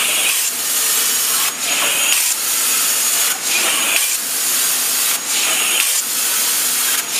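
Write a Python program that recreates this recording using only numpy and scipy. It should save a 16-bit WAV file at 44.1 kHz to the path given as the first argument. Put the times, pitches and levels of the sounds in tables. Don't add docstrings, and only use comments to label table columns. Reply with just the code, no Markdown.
import sys
import numpy as np
from scipy import signal
from scipy.fft import rfft, irfft, next_fast_len
from scipy.io import wavfile

SR = 44100
rng = np.random.default_rng(int(sys.argv[2]) if len(sys.argv) > 2 else 0)


def log_audio(samples):
    frames = np.atleast_2d(samples).T
    limited = np.clip(frames, -1, 1)
    pcm = np.round(limited * 32767).astype(np.int16)
    wavfile.write(sys.argv[1], SR, pcm)


N = 317079
TIME = np.arange(N) / SR

# strike, piercing time and settling time in seconds; levels of piercing, hiss,
# kerf roar, whine and falter in dB; pitch of the kerf whistle in Hz, its level in dB.
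CUTS = [(0.287, 0.2, 0.23, -17, -16.5, -26, -30.5, -2, 5550, -34),
        (2.122, .201, 0.15, -16, -16.5, -26, -26.5, -5, 2580, -37),
        (3.9595, .197, 0.33, -17.5, -16.5, -27, -30.5, -3, 2610, -38),
        (5.799, 0.2, 0.17, -16.5, -16.5, -26.5, -31.5, -21.5, 4560, -38)]
# levels in dB of rush (torch high),
# hiss (torch low), howl, low roar and whine.
TORCH_MOVES = [(-27, -18.5, -20, -29, -32), (-20.5, -19.5, -21.5, -27, -23.5), (-18, -20, -22, -26, -26.5),
               (-18.5, -19, -21.5, -27.5, -25.5), (-18.5, -19.3, -20.5, -29, -27)]
# start in seconds, level in dB, pitch in Hz.
ARC_CRACKS = [(0.295, -9, 2800), (1.096, -12, 6600), (1.454, -18, 2030), (2.1247, -3, 2810),
              (2.131, -12, 7600), (3.28, -17, 2010), (3.9626, -2, 2640), (4.026, -13, 7160),
              (5.114, -12.5, 2240), (5.8005, -2, 2620), (6.945, -16, 1930)]
# middle in seconds, pitch in Hz, level in dB, length in seconds.
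STRAY_HOOTS = [(.11, 603, -33, .26), (1.33, 1300, -28.5, 0.11), (1.41, 1084, -32, 0.32),
               (1.422, 3180, -33, 0.24), (1.70, 698, -29.5, 0.095), (1.828, 1104, -20, .023),
               (3.1, 7100, -26, .43), (3.315, 1500, -27, .056), (3.345, 770, -29.5, 0.058),
               (3.578, 2455, -21.5, 0.214), (3.78, 1114, -29.5, .24), (3.91, 2520, -22, 0.14),
               (3.95, 670, -26, 0.042), (5.775, 3010, -22, 0.072), (6.9, 1606, -27, .06)]
# pitch in Hz, level in dB, width in Hz.
HUM_TONES = [(250.3, -51.5, 8.3), (466, -49, 22), (686, -48.5, 3.5), (878, -49.5, 9.2), (1240, -48.5, 14.2)]
# frequency in Hz, spectral density in dB.
RUSH_SPECTRUM = [(1500, -25), (3000, -22), (3800, -1.5), (4800, 0), (6000, 1), (7300, 3.5), (8500, 1.5),
                 (10500, -0.5), (12000, -4), (15000, -9.5)]
HISS_SPECTRUM = [(1500, -14.5), (3600, -9), (4500, -2), (5500, -2), (6500, -0.5), (7500, 5), (8400, 7),
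                 (10500, 5.5), (11400, 2.5), (12500, 1), (13600, -4), (15200, -3.5)]
ROAR_SPECTRUM = [(80, -22.5), (200, -8), (300, -1), (480, -2), (700, 1), (880, -1.5), (1150, 0.5),
                 (1350, 4.5), (1600, 0), (2100, 0), (3000, -0.5), (5000, -34)]
WIDE_GAP = [(1500, -19), (2400, -2.5), (3300, -3.5), (4200, -4.5), (5200, -28)]
NARROW_GAP = [(1500, -58), (2100, -15), (2380, -1.5), (2800, -2), (3150, -2.5), (3450, -8), (3850, -13.5),
              (5000, -24)]
EXTRACTOR_SPECTRUM = [(22, -29), (45, -34), (57, -23), (66, -24.5), (92, -26), (114, -7), (132, -13),
                      (155, -2.5), (182, -7.5), (250, 2), (360, -1), (700, -5), (1300, 0), (3000, -3),
                      (12000, -47)]
BLAST_SPECTRUM = [(200, -19), (600, -7), (1150, -4), (1900, -0.5), (3000, 0), (4000, -1), (5500, 2.5),
                  (7300, 3), (8400, 8), (10500, 3.5), (12300, 2), (13300, -2), (15200, -4)]
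SHALLOW_PIT = [(9000, -20), (12200, -2), (13500, -5), (15200, -1)]
DEEP_PIT = [(2500, -38), (4600, -1), (6200, -0.5), (7300, 11.5), (8600, -12), (12000, -24)]
CUT_SPECTRUM = [(1500, -20), (3200, -8), (4500, 0.5), (6000, 0.5), (7100, 3.5), (8500, 3.5), (10500, 2),
                (12000, 1.5), (13500, -2), (15200, -3)]
KERF_SPECTRUM = [(150, -41), (430, -8), (700, -4.5), (950, -5.5), (1300, 3), (1600, 1.5), (2100, -2),
                 (2600, 4), (3300, 3), (4000, -2.5), (6000, -37.5)]

MOVE_S = .64
VALVE_S, VALVE_OPENS_S, IDLE_AIR_DB = .085, 0.065, -9.5
SINKS_S, SINKING_S = .28, 0.075
HOWL_S, HOWL_BUILDS_S, HOWL_NARROWS_S, IDLE_HOWL_DB = .07, 0.13, 0.32, -18.5
ROAR_S, ROAR_BUILDS_S, IDLE_ROAR_DB = 0.053, 0.2, -9.5
BUFFET_S, BUFFET_WIDTH_S, BUFFET_DB = 0.353, 0.044, 4.5
WHINE_GROWS_DB_PER_S, WHINE_PEAK_DB, WHINE_PEAK_S = 7, 3, 0.08
SLACK_S, SLACK_HISS_DB, SLACK_ROAR_DB, SLACK_WHINE_DB = 0.06, -5, -6.5, -9.5
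FACING_S, TURN_S, TURN_HISS_DB, TURN_ROAR_DB = 0.46, 0.61, .5, 1.28
CLOSING_S, CLOSING_TAKES_S, CLOSING_HISS_DB, CLOSING_ROAR_DB = 0.74, 0.26, 0.55, 4
BURN_S, FALTER_S, CATCH_S = 1.198, .042, .023


def amp(db):
    return 10 ** (np.asarray(db) / 20)


def unit(x):
    return x / np.sqrt(np.mean(x ** 2) + 1e-20)


def gate(start, stop, rise, fall):
    return (1 - np.exp(-np.maximum(TIME - start, 0) / rise)) * np.exp(-np.maximum(TIME - stop, 0) / fall)


def ramp(start, length):
    return np.clip((TIME - start) / length, 0, 1)


def colour(spectrum, hz):
    f, level = np.transpose(spectrum)
    return np.interp(np.log(hz + 1), np.log(f), level) + 18 * np.minimum(np.log2((hz + 1) / f[0]), 0)


def wander(rate_hz):
    hz = np.fft.rfftfreq(N, 1 / SR)
    smooth = irfft(rfft(rng.standard_normal(N)) * np.exp(-(hz / rate_hz) ** 2), N)
    return unit(np.interp(TIME, TIME[::16], smooth[::16]))


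def patches(shape, span_s, span_hz):
    frames, bins = shape
    in_time = np.exp(-(np.fft.fftfreq(frames, 512 / SR) * span_s * 2) ** 2)
    fineness = np.fft.rfftfreq(bins, SR / 2048) * span_hz * 2
    in_pitch = fineness * np.exp(-fineness ** 2)
    white = np.fft.rfft2(rng.standard_normal(shape))
    return unit(np.fft.irfft2(white * in_time[:, None] * in_pitch, shape))


def jet(spectrum, ripple_db, eddy_db, flutter_db, eddy_hz=300):
    hz = np.fft.rfftfreq(2048, 1 / SR)
    shape = (next_fast_len(N // 512 + 5), len(hz))
    comb = patches(shape, .6, 45) + .45 * patches(shape, .6, 170)
    field_db = colour(spectrum, hz) + ripple_db * comb + eddy_db * patches(shape, 0.018, eddy_hz)
    frames = (rng.standard_normal(shape) + 1j * rng.standard_normal(shape)) * amp(field_db)
    noise = signal.istft(frames.T, nperseg=2048, noverlap=1536)[1][:N]
    return unit(noise * amp(flutter_db * wander(91)))


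def tone(hz, width_hz, steady):
    fading = steady + (wander(width_hz) + 1j * wander(width_hz)) / np.sqrt(2)
    return unit((fading * np.exp(2j * np.pi * hz * TIME)).real)


def arcs():
    return [(strike, strike + pierce, strike + BURN_S) for strike, pierce, *_ in CUTS]


def travels():
    strikes, _, outs = zip(*arcs())
    return list(zip([strikes[0] - MOVE_S, *outs], [*strikes, outs[-1] + MOVE_S]))


def air():
    rush, hiss, roar, howl, wide = np.zeros((5, N))
    for (start, strike), (rush_db, hiss_db, howl_db, roar_db, _) in zip(travels(), TORCH_MOVES):
        blowing = gate(start, strike, .003, 0.0039)
        high = np.exp(-np.maximum(TIME - start - SINKS_S, 0) / SINKING_S)
        wide = np.where(TIME >= start, 1 - ramp(start + HOWL_S, HOWL_NARROWS_S), wide)
        flow = blowing * amp(IDLE_AIR_DB * (1 - ramp(start + VALVE_S, VALVE_OPENS_S)))
        rush += flow * np.sqrt(high) * amp(rush_db)
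        hiss += flow * np.sqrt(1 - high) * amp(hiss_db)
        buffet = np.exp(-((TIME - start - BUFFET_S) / BUFFET_WIDTH_S) ** 2)
        roar_idle = 1 - ramp(start + ROAR_S, ROAR_BUILDS_S)
        roar += blowing * amp(roar_db + IDLE_ROAR_DB * roar_idle + BUFFET_DB * buffet)
        melting = amp(-2.0 - 42 * np.maximum(TIME - strike, 0))
        lingering = melting * gate(strike, strike + .195, .0048, .004)
        howl_idle = 1 - ramp(start + HOWL_S, HOWL_BUILDS_S)
        howl += (blowing + lingering) * amp(howl_db + IDLE_HOWL_DB * howl_idle)
    wide_gap = jet(WIDE_GAP, ripple_db=2.5, eddy_db=0.5, flutter_db=0.1)
    narrow_gap = amp(0.54) * jet(NARROW_GAP, ripple_db=1.9, eddy_db=3, flutter_db=0.55, eddy_hz=250)
    return (rush * jet(RUSH_SPECTRUM, ripple_db=1.0, eddy_db=2.5, flutter_db=0.5)
            + hiss * jet(HISS_SPECTRUM, ripple_db=3.0, eddy_db=-0.5, flutter_db=0.5)
            + roar * jet(ROAR_SPECTRUM, ripple_db=2.5, eddy_db=0.5, flutter_db=1.15)
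            + howl * (np.sqrt(wide) * wide_gap + np.sqrt(1 - wide) * narrow_gap))


def machine():
    envelope = amp(colour(EXTRACTOR_SPECTRUM, np.fft.rfftfreq(N, 1 / SR)))
    drone = amp(-33) * unit(irfft(rfft(rng.standard_normal(N)) * envelope, N))
    drone += sum(amp(db) * tone(hz, width, steady=.7) for hz, db, width in HUM_TONES)
    dip = sum(gate(strike, through, 0.02, 0.0173) for strike, through, _ in arcs())
    whine = np.zeros(N)
    for (start, strike), (*_, whine_db) in zip(travels(), TORCH_MOVES):
        ahead = np.maximum(strike - TIME, 0)
        swell_db = WHINE_PEAK_DB * np.exp(-ahead / WHINE_PEAK_S) - WHINE_GROWS_DB_PER_S * ahead
        whine += gate(start, strike, 0.046, .005) * amp(whine_db + swell_db)
    for (_, through, out), (_, _, settle, _, _, _, whine_db, *_) in zip(arcs(), CUTS):
        slack = 1 - ramp(through, settle)
        whine += gate(through, out, 0.0096, 0.021) * amp(whine_db + SLACK_WHINE_DB * slack)
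    return drone * amp(-10.5 * dip) + whine * tone(6748, width_hz=36, steady=.6)


def hoot_events(sinking_hz=660, pit_hz=1130, pit_s=.08):
    rows = [(start + BUFFET_S, sinking_hz, -28.5, .075) for start, _ in travels()[1:-1]]
    for (strike, through, out), (*_, kerf_hz, level_db) in zip(arcs(), CUTS):
        rows.append((strike + pit_s / 2, pit_hz, -32.5, pit_s))
        rows.append((through + 0.63 * (out - through), kerf_hz, level_db, .7 * (out - through)))
    return rows + list(STRAY_HOOTS)


def hoots(width_hz=18, q=120):
    out = np.zeros(N)
    for middle, hz, level_db, length in hoot_events():
        t = np.arange(int(length * SR)) / SR
        blur = signal.butter(2, width_hz + hz / q, fs=SR, output="sos")
        drift = signal.sosfilt(blur, rng.standard_normal((2, 2 * SR)))[:, -len(t):]
        band = ((drift[0] + 1j * drift[1]) * np.exp(2j * np.pi * hz * t)).real
        hoot = unit(band * np.sin(np.pi * t / length))
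        part = out[max(round((middle - length / 2) * SR), 0):][:len(t)]
        part += (amp(level_db - 5.0) * hoot)[:len(part)]
    return out


def piercing():
    blast, sizzle, shriek = np.zeros((3, N))
    for (strike, through, _), (_, _, _, level_db, *_) in zip(arcs(), CUTS):
        burning = amp(level_db) * gate(strike, through, 0.00078, 0.004)
        depth = np.clip((TIME - strike) / (through - strike), 0, 1)
        blast += burning * amp(1.26 - 2.82 * depth)
        sizzle += burning * amp(-7.0) * np.exp(-((depth - .55) / .25) ** 2)
        shriek += burning * amp(-1 - 24 * (1 - depth))
    return (blast * jet(BLAST_SPECTRUM, ripple_db=2.5, eddy_db=1.0, flutter_db=-1.2)
            + sizzle * jet(SHALLOW_PIT, ripple_db=3.5, eddy_db=2, flutter_db=2)
            + shriek * jet(DEEP_PIT, ripple_db=3.5, eddy_db=-1, flutter_db=1.5))


def cracks():
    out = np.zeros(N)
    t = np.arange(SR // 10) / SR
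    for start, level_db, hz in ARC_CRACKS:
        ring = 1.57 * np.sin(2 * np.pi * hz * t) * np.exp(-t / 0.0015)
        spit = .25 * np.diff(rng.standard_normal(len(t) + 1)) * np.exp(-t / 0.0017)
        band = signal.butter(2, [hz * .5, hz * 1.7], "band", fs=SR, output="sos")
        scatter = 0.14 * unit(signal.sosfilt(band, rng.standard_normal(len(t)))) * np.exp(-t / 0.023)
        part = out[round(start * SR):][:len(t)]
        part += (amp(level_db) * (ring + spit + scatter))[:len(part)]
    return signal.sosfilt(signal.butter(3, 700, "high", fs=SR, output="sos"), out)


def spatter(per_s=16):
    burning = sum(gate(strike, out, .01, .005) for strike, _, out in arcs())
    bursts = (rng.random(N) < burning * per_s / SR) * amp(3.5 * np.minimum(rng.exponential(1, N), 2))
    t = np.arange(SR // 200) / SR
    tick = amp(-22) * rng.standard_normal(len(t)) * np.exp(-t / 0.00052)
    ticks = signal.oaconvolve(bursts, tick)[:N]
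    return signal.sosfilt(signal.butter(3, 2500, "high", fs=SR, output="sos"), ticks)


def cutting():
    hiss, roar = np.zeros((2, N))
    for (_, through, out), (_, _, settle, _, hiss_db, roar_db, _, dip_db, *_) in zip(arcs(), CUTS):
        falter = gate(out - FALTER_S, out - CATCH_S, 0.0099, 0.0016)
        arc = gate(through, out, 0.00075, 0.0095) * amp(dip_db * falter)
        hall_tail = amp(-4.5) * gate(through, out - FALTER_S, .03, 0.064)
        sounding = np.maximum(arc, hall_tail)
        slack = (1 - ramp(through + SLACK_S, settle)) ** 1.7
        turn = np.cos(2 * np.pi * (TIME - through - FACING_S) / TURN_S)
        closing = ramp(through + CLOSING_S, CLOSING_TAKES_S)
        hiss_swing_db = SLACK_HISS_DB * slack + TURN_HISS_DB * turn + CLOSING_HISS_DB * closing
        roar_swing_db = SLACK_ROAR_DB * slack + TURN_ROAR_DB * turn + CLOSING_ROAR_DB * closing
        hiss += sounding * amp(hiss_db + hiss_swing_db)
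        roar += sounding * amp(roar_db + roar_swing_db)
    return (hiss * jet(CUT_SPECTRUM, ripple_db=2.5, eddy_db=2.04, flutter_db=0.53)
            + roar * jet(KERF_SPECTRUM, ripple_db=3.0, eddy_db=1.0, flutter_db=0.6))


def scene():
    mono = air() + hoots() + piercing() + cutting() + cracks() + spatter() + machine()
    return np.array([mono, mono])


def record(dry):
    notched = signal.lfilter(*signal.iirnotch(7915, Q=36, fs=SR), dry)
    clipped = np.clip(notched, -.87, .87)
    low_pass = signal.firwin(1023, cutoff=15300, window=("kaiser", 9), fs=SR)
    return signal.oaconvolve(clipped, low_pass[None], "same")


dry = scene()
out = record(dry)
log_audio(out)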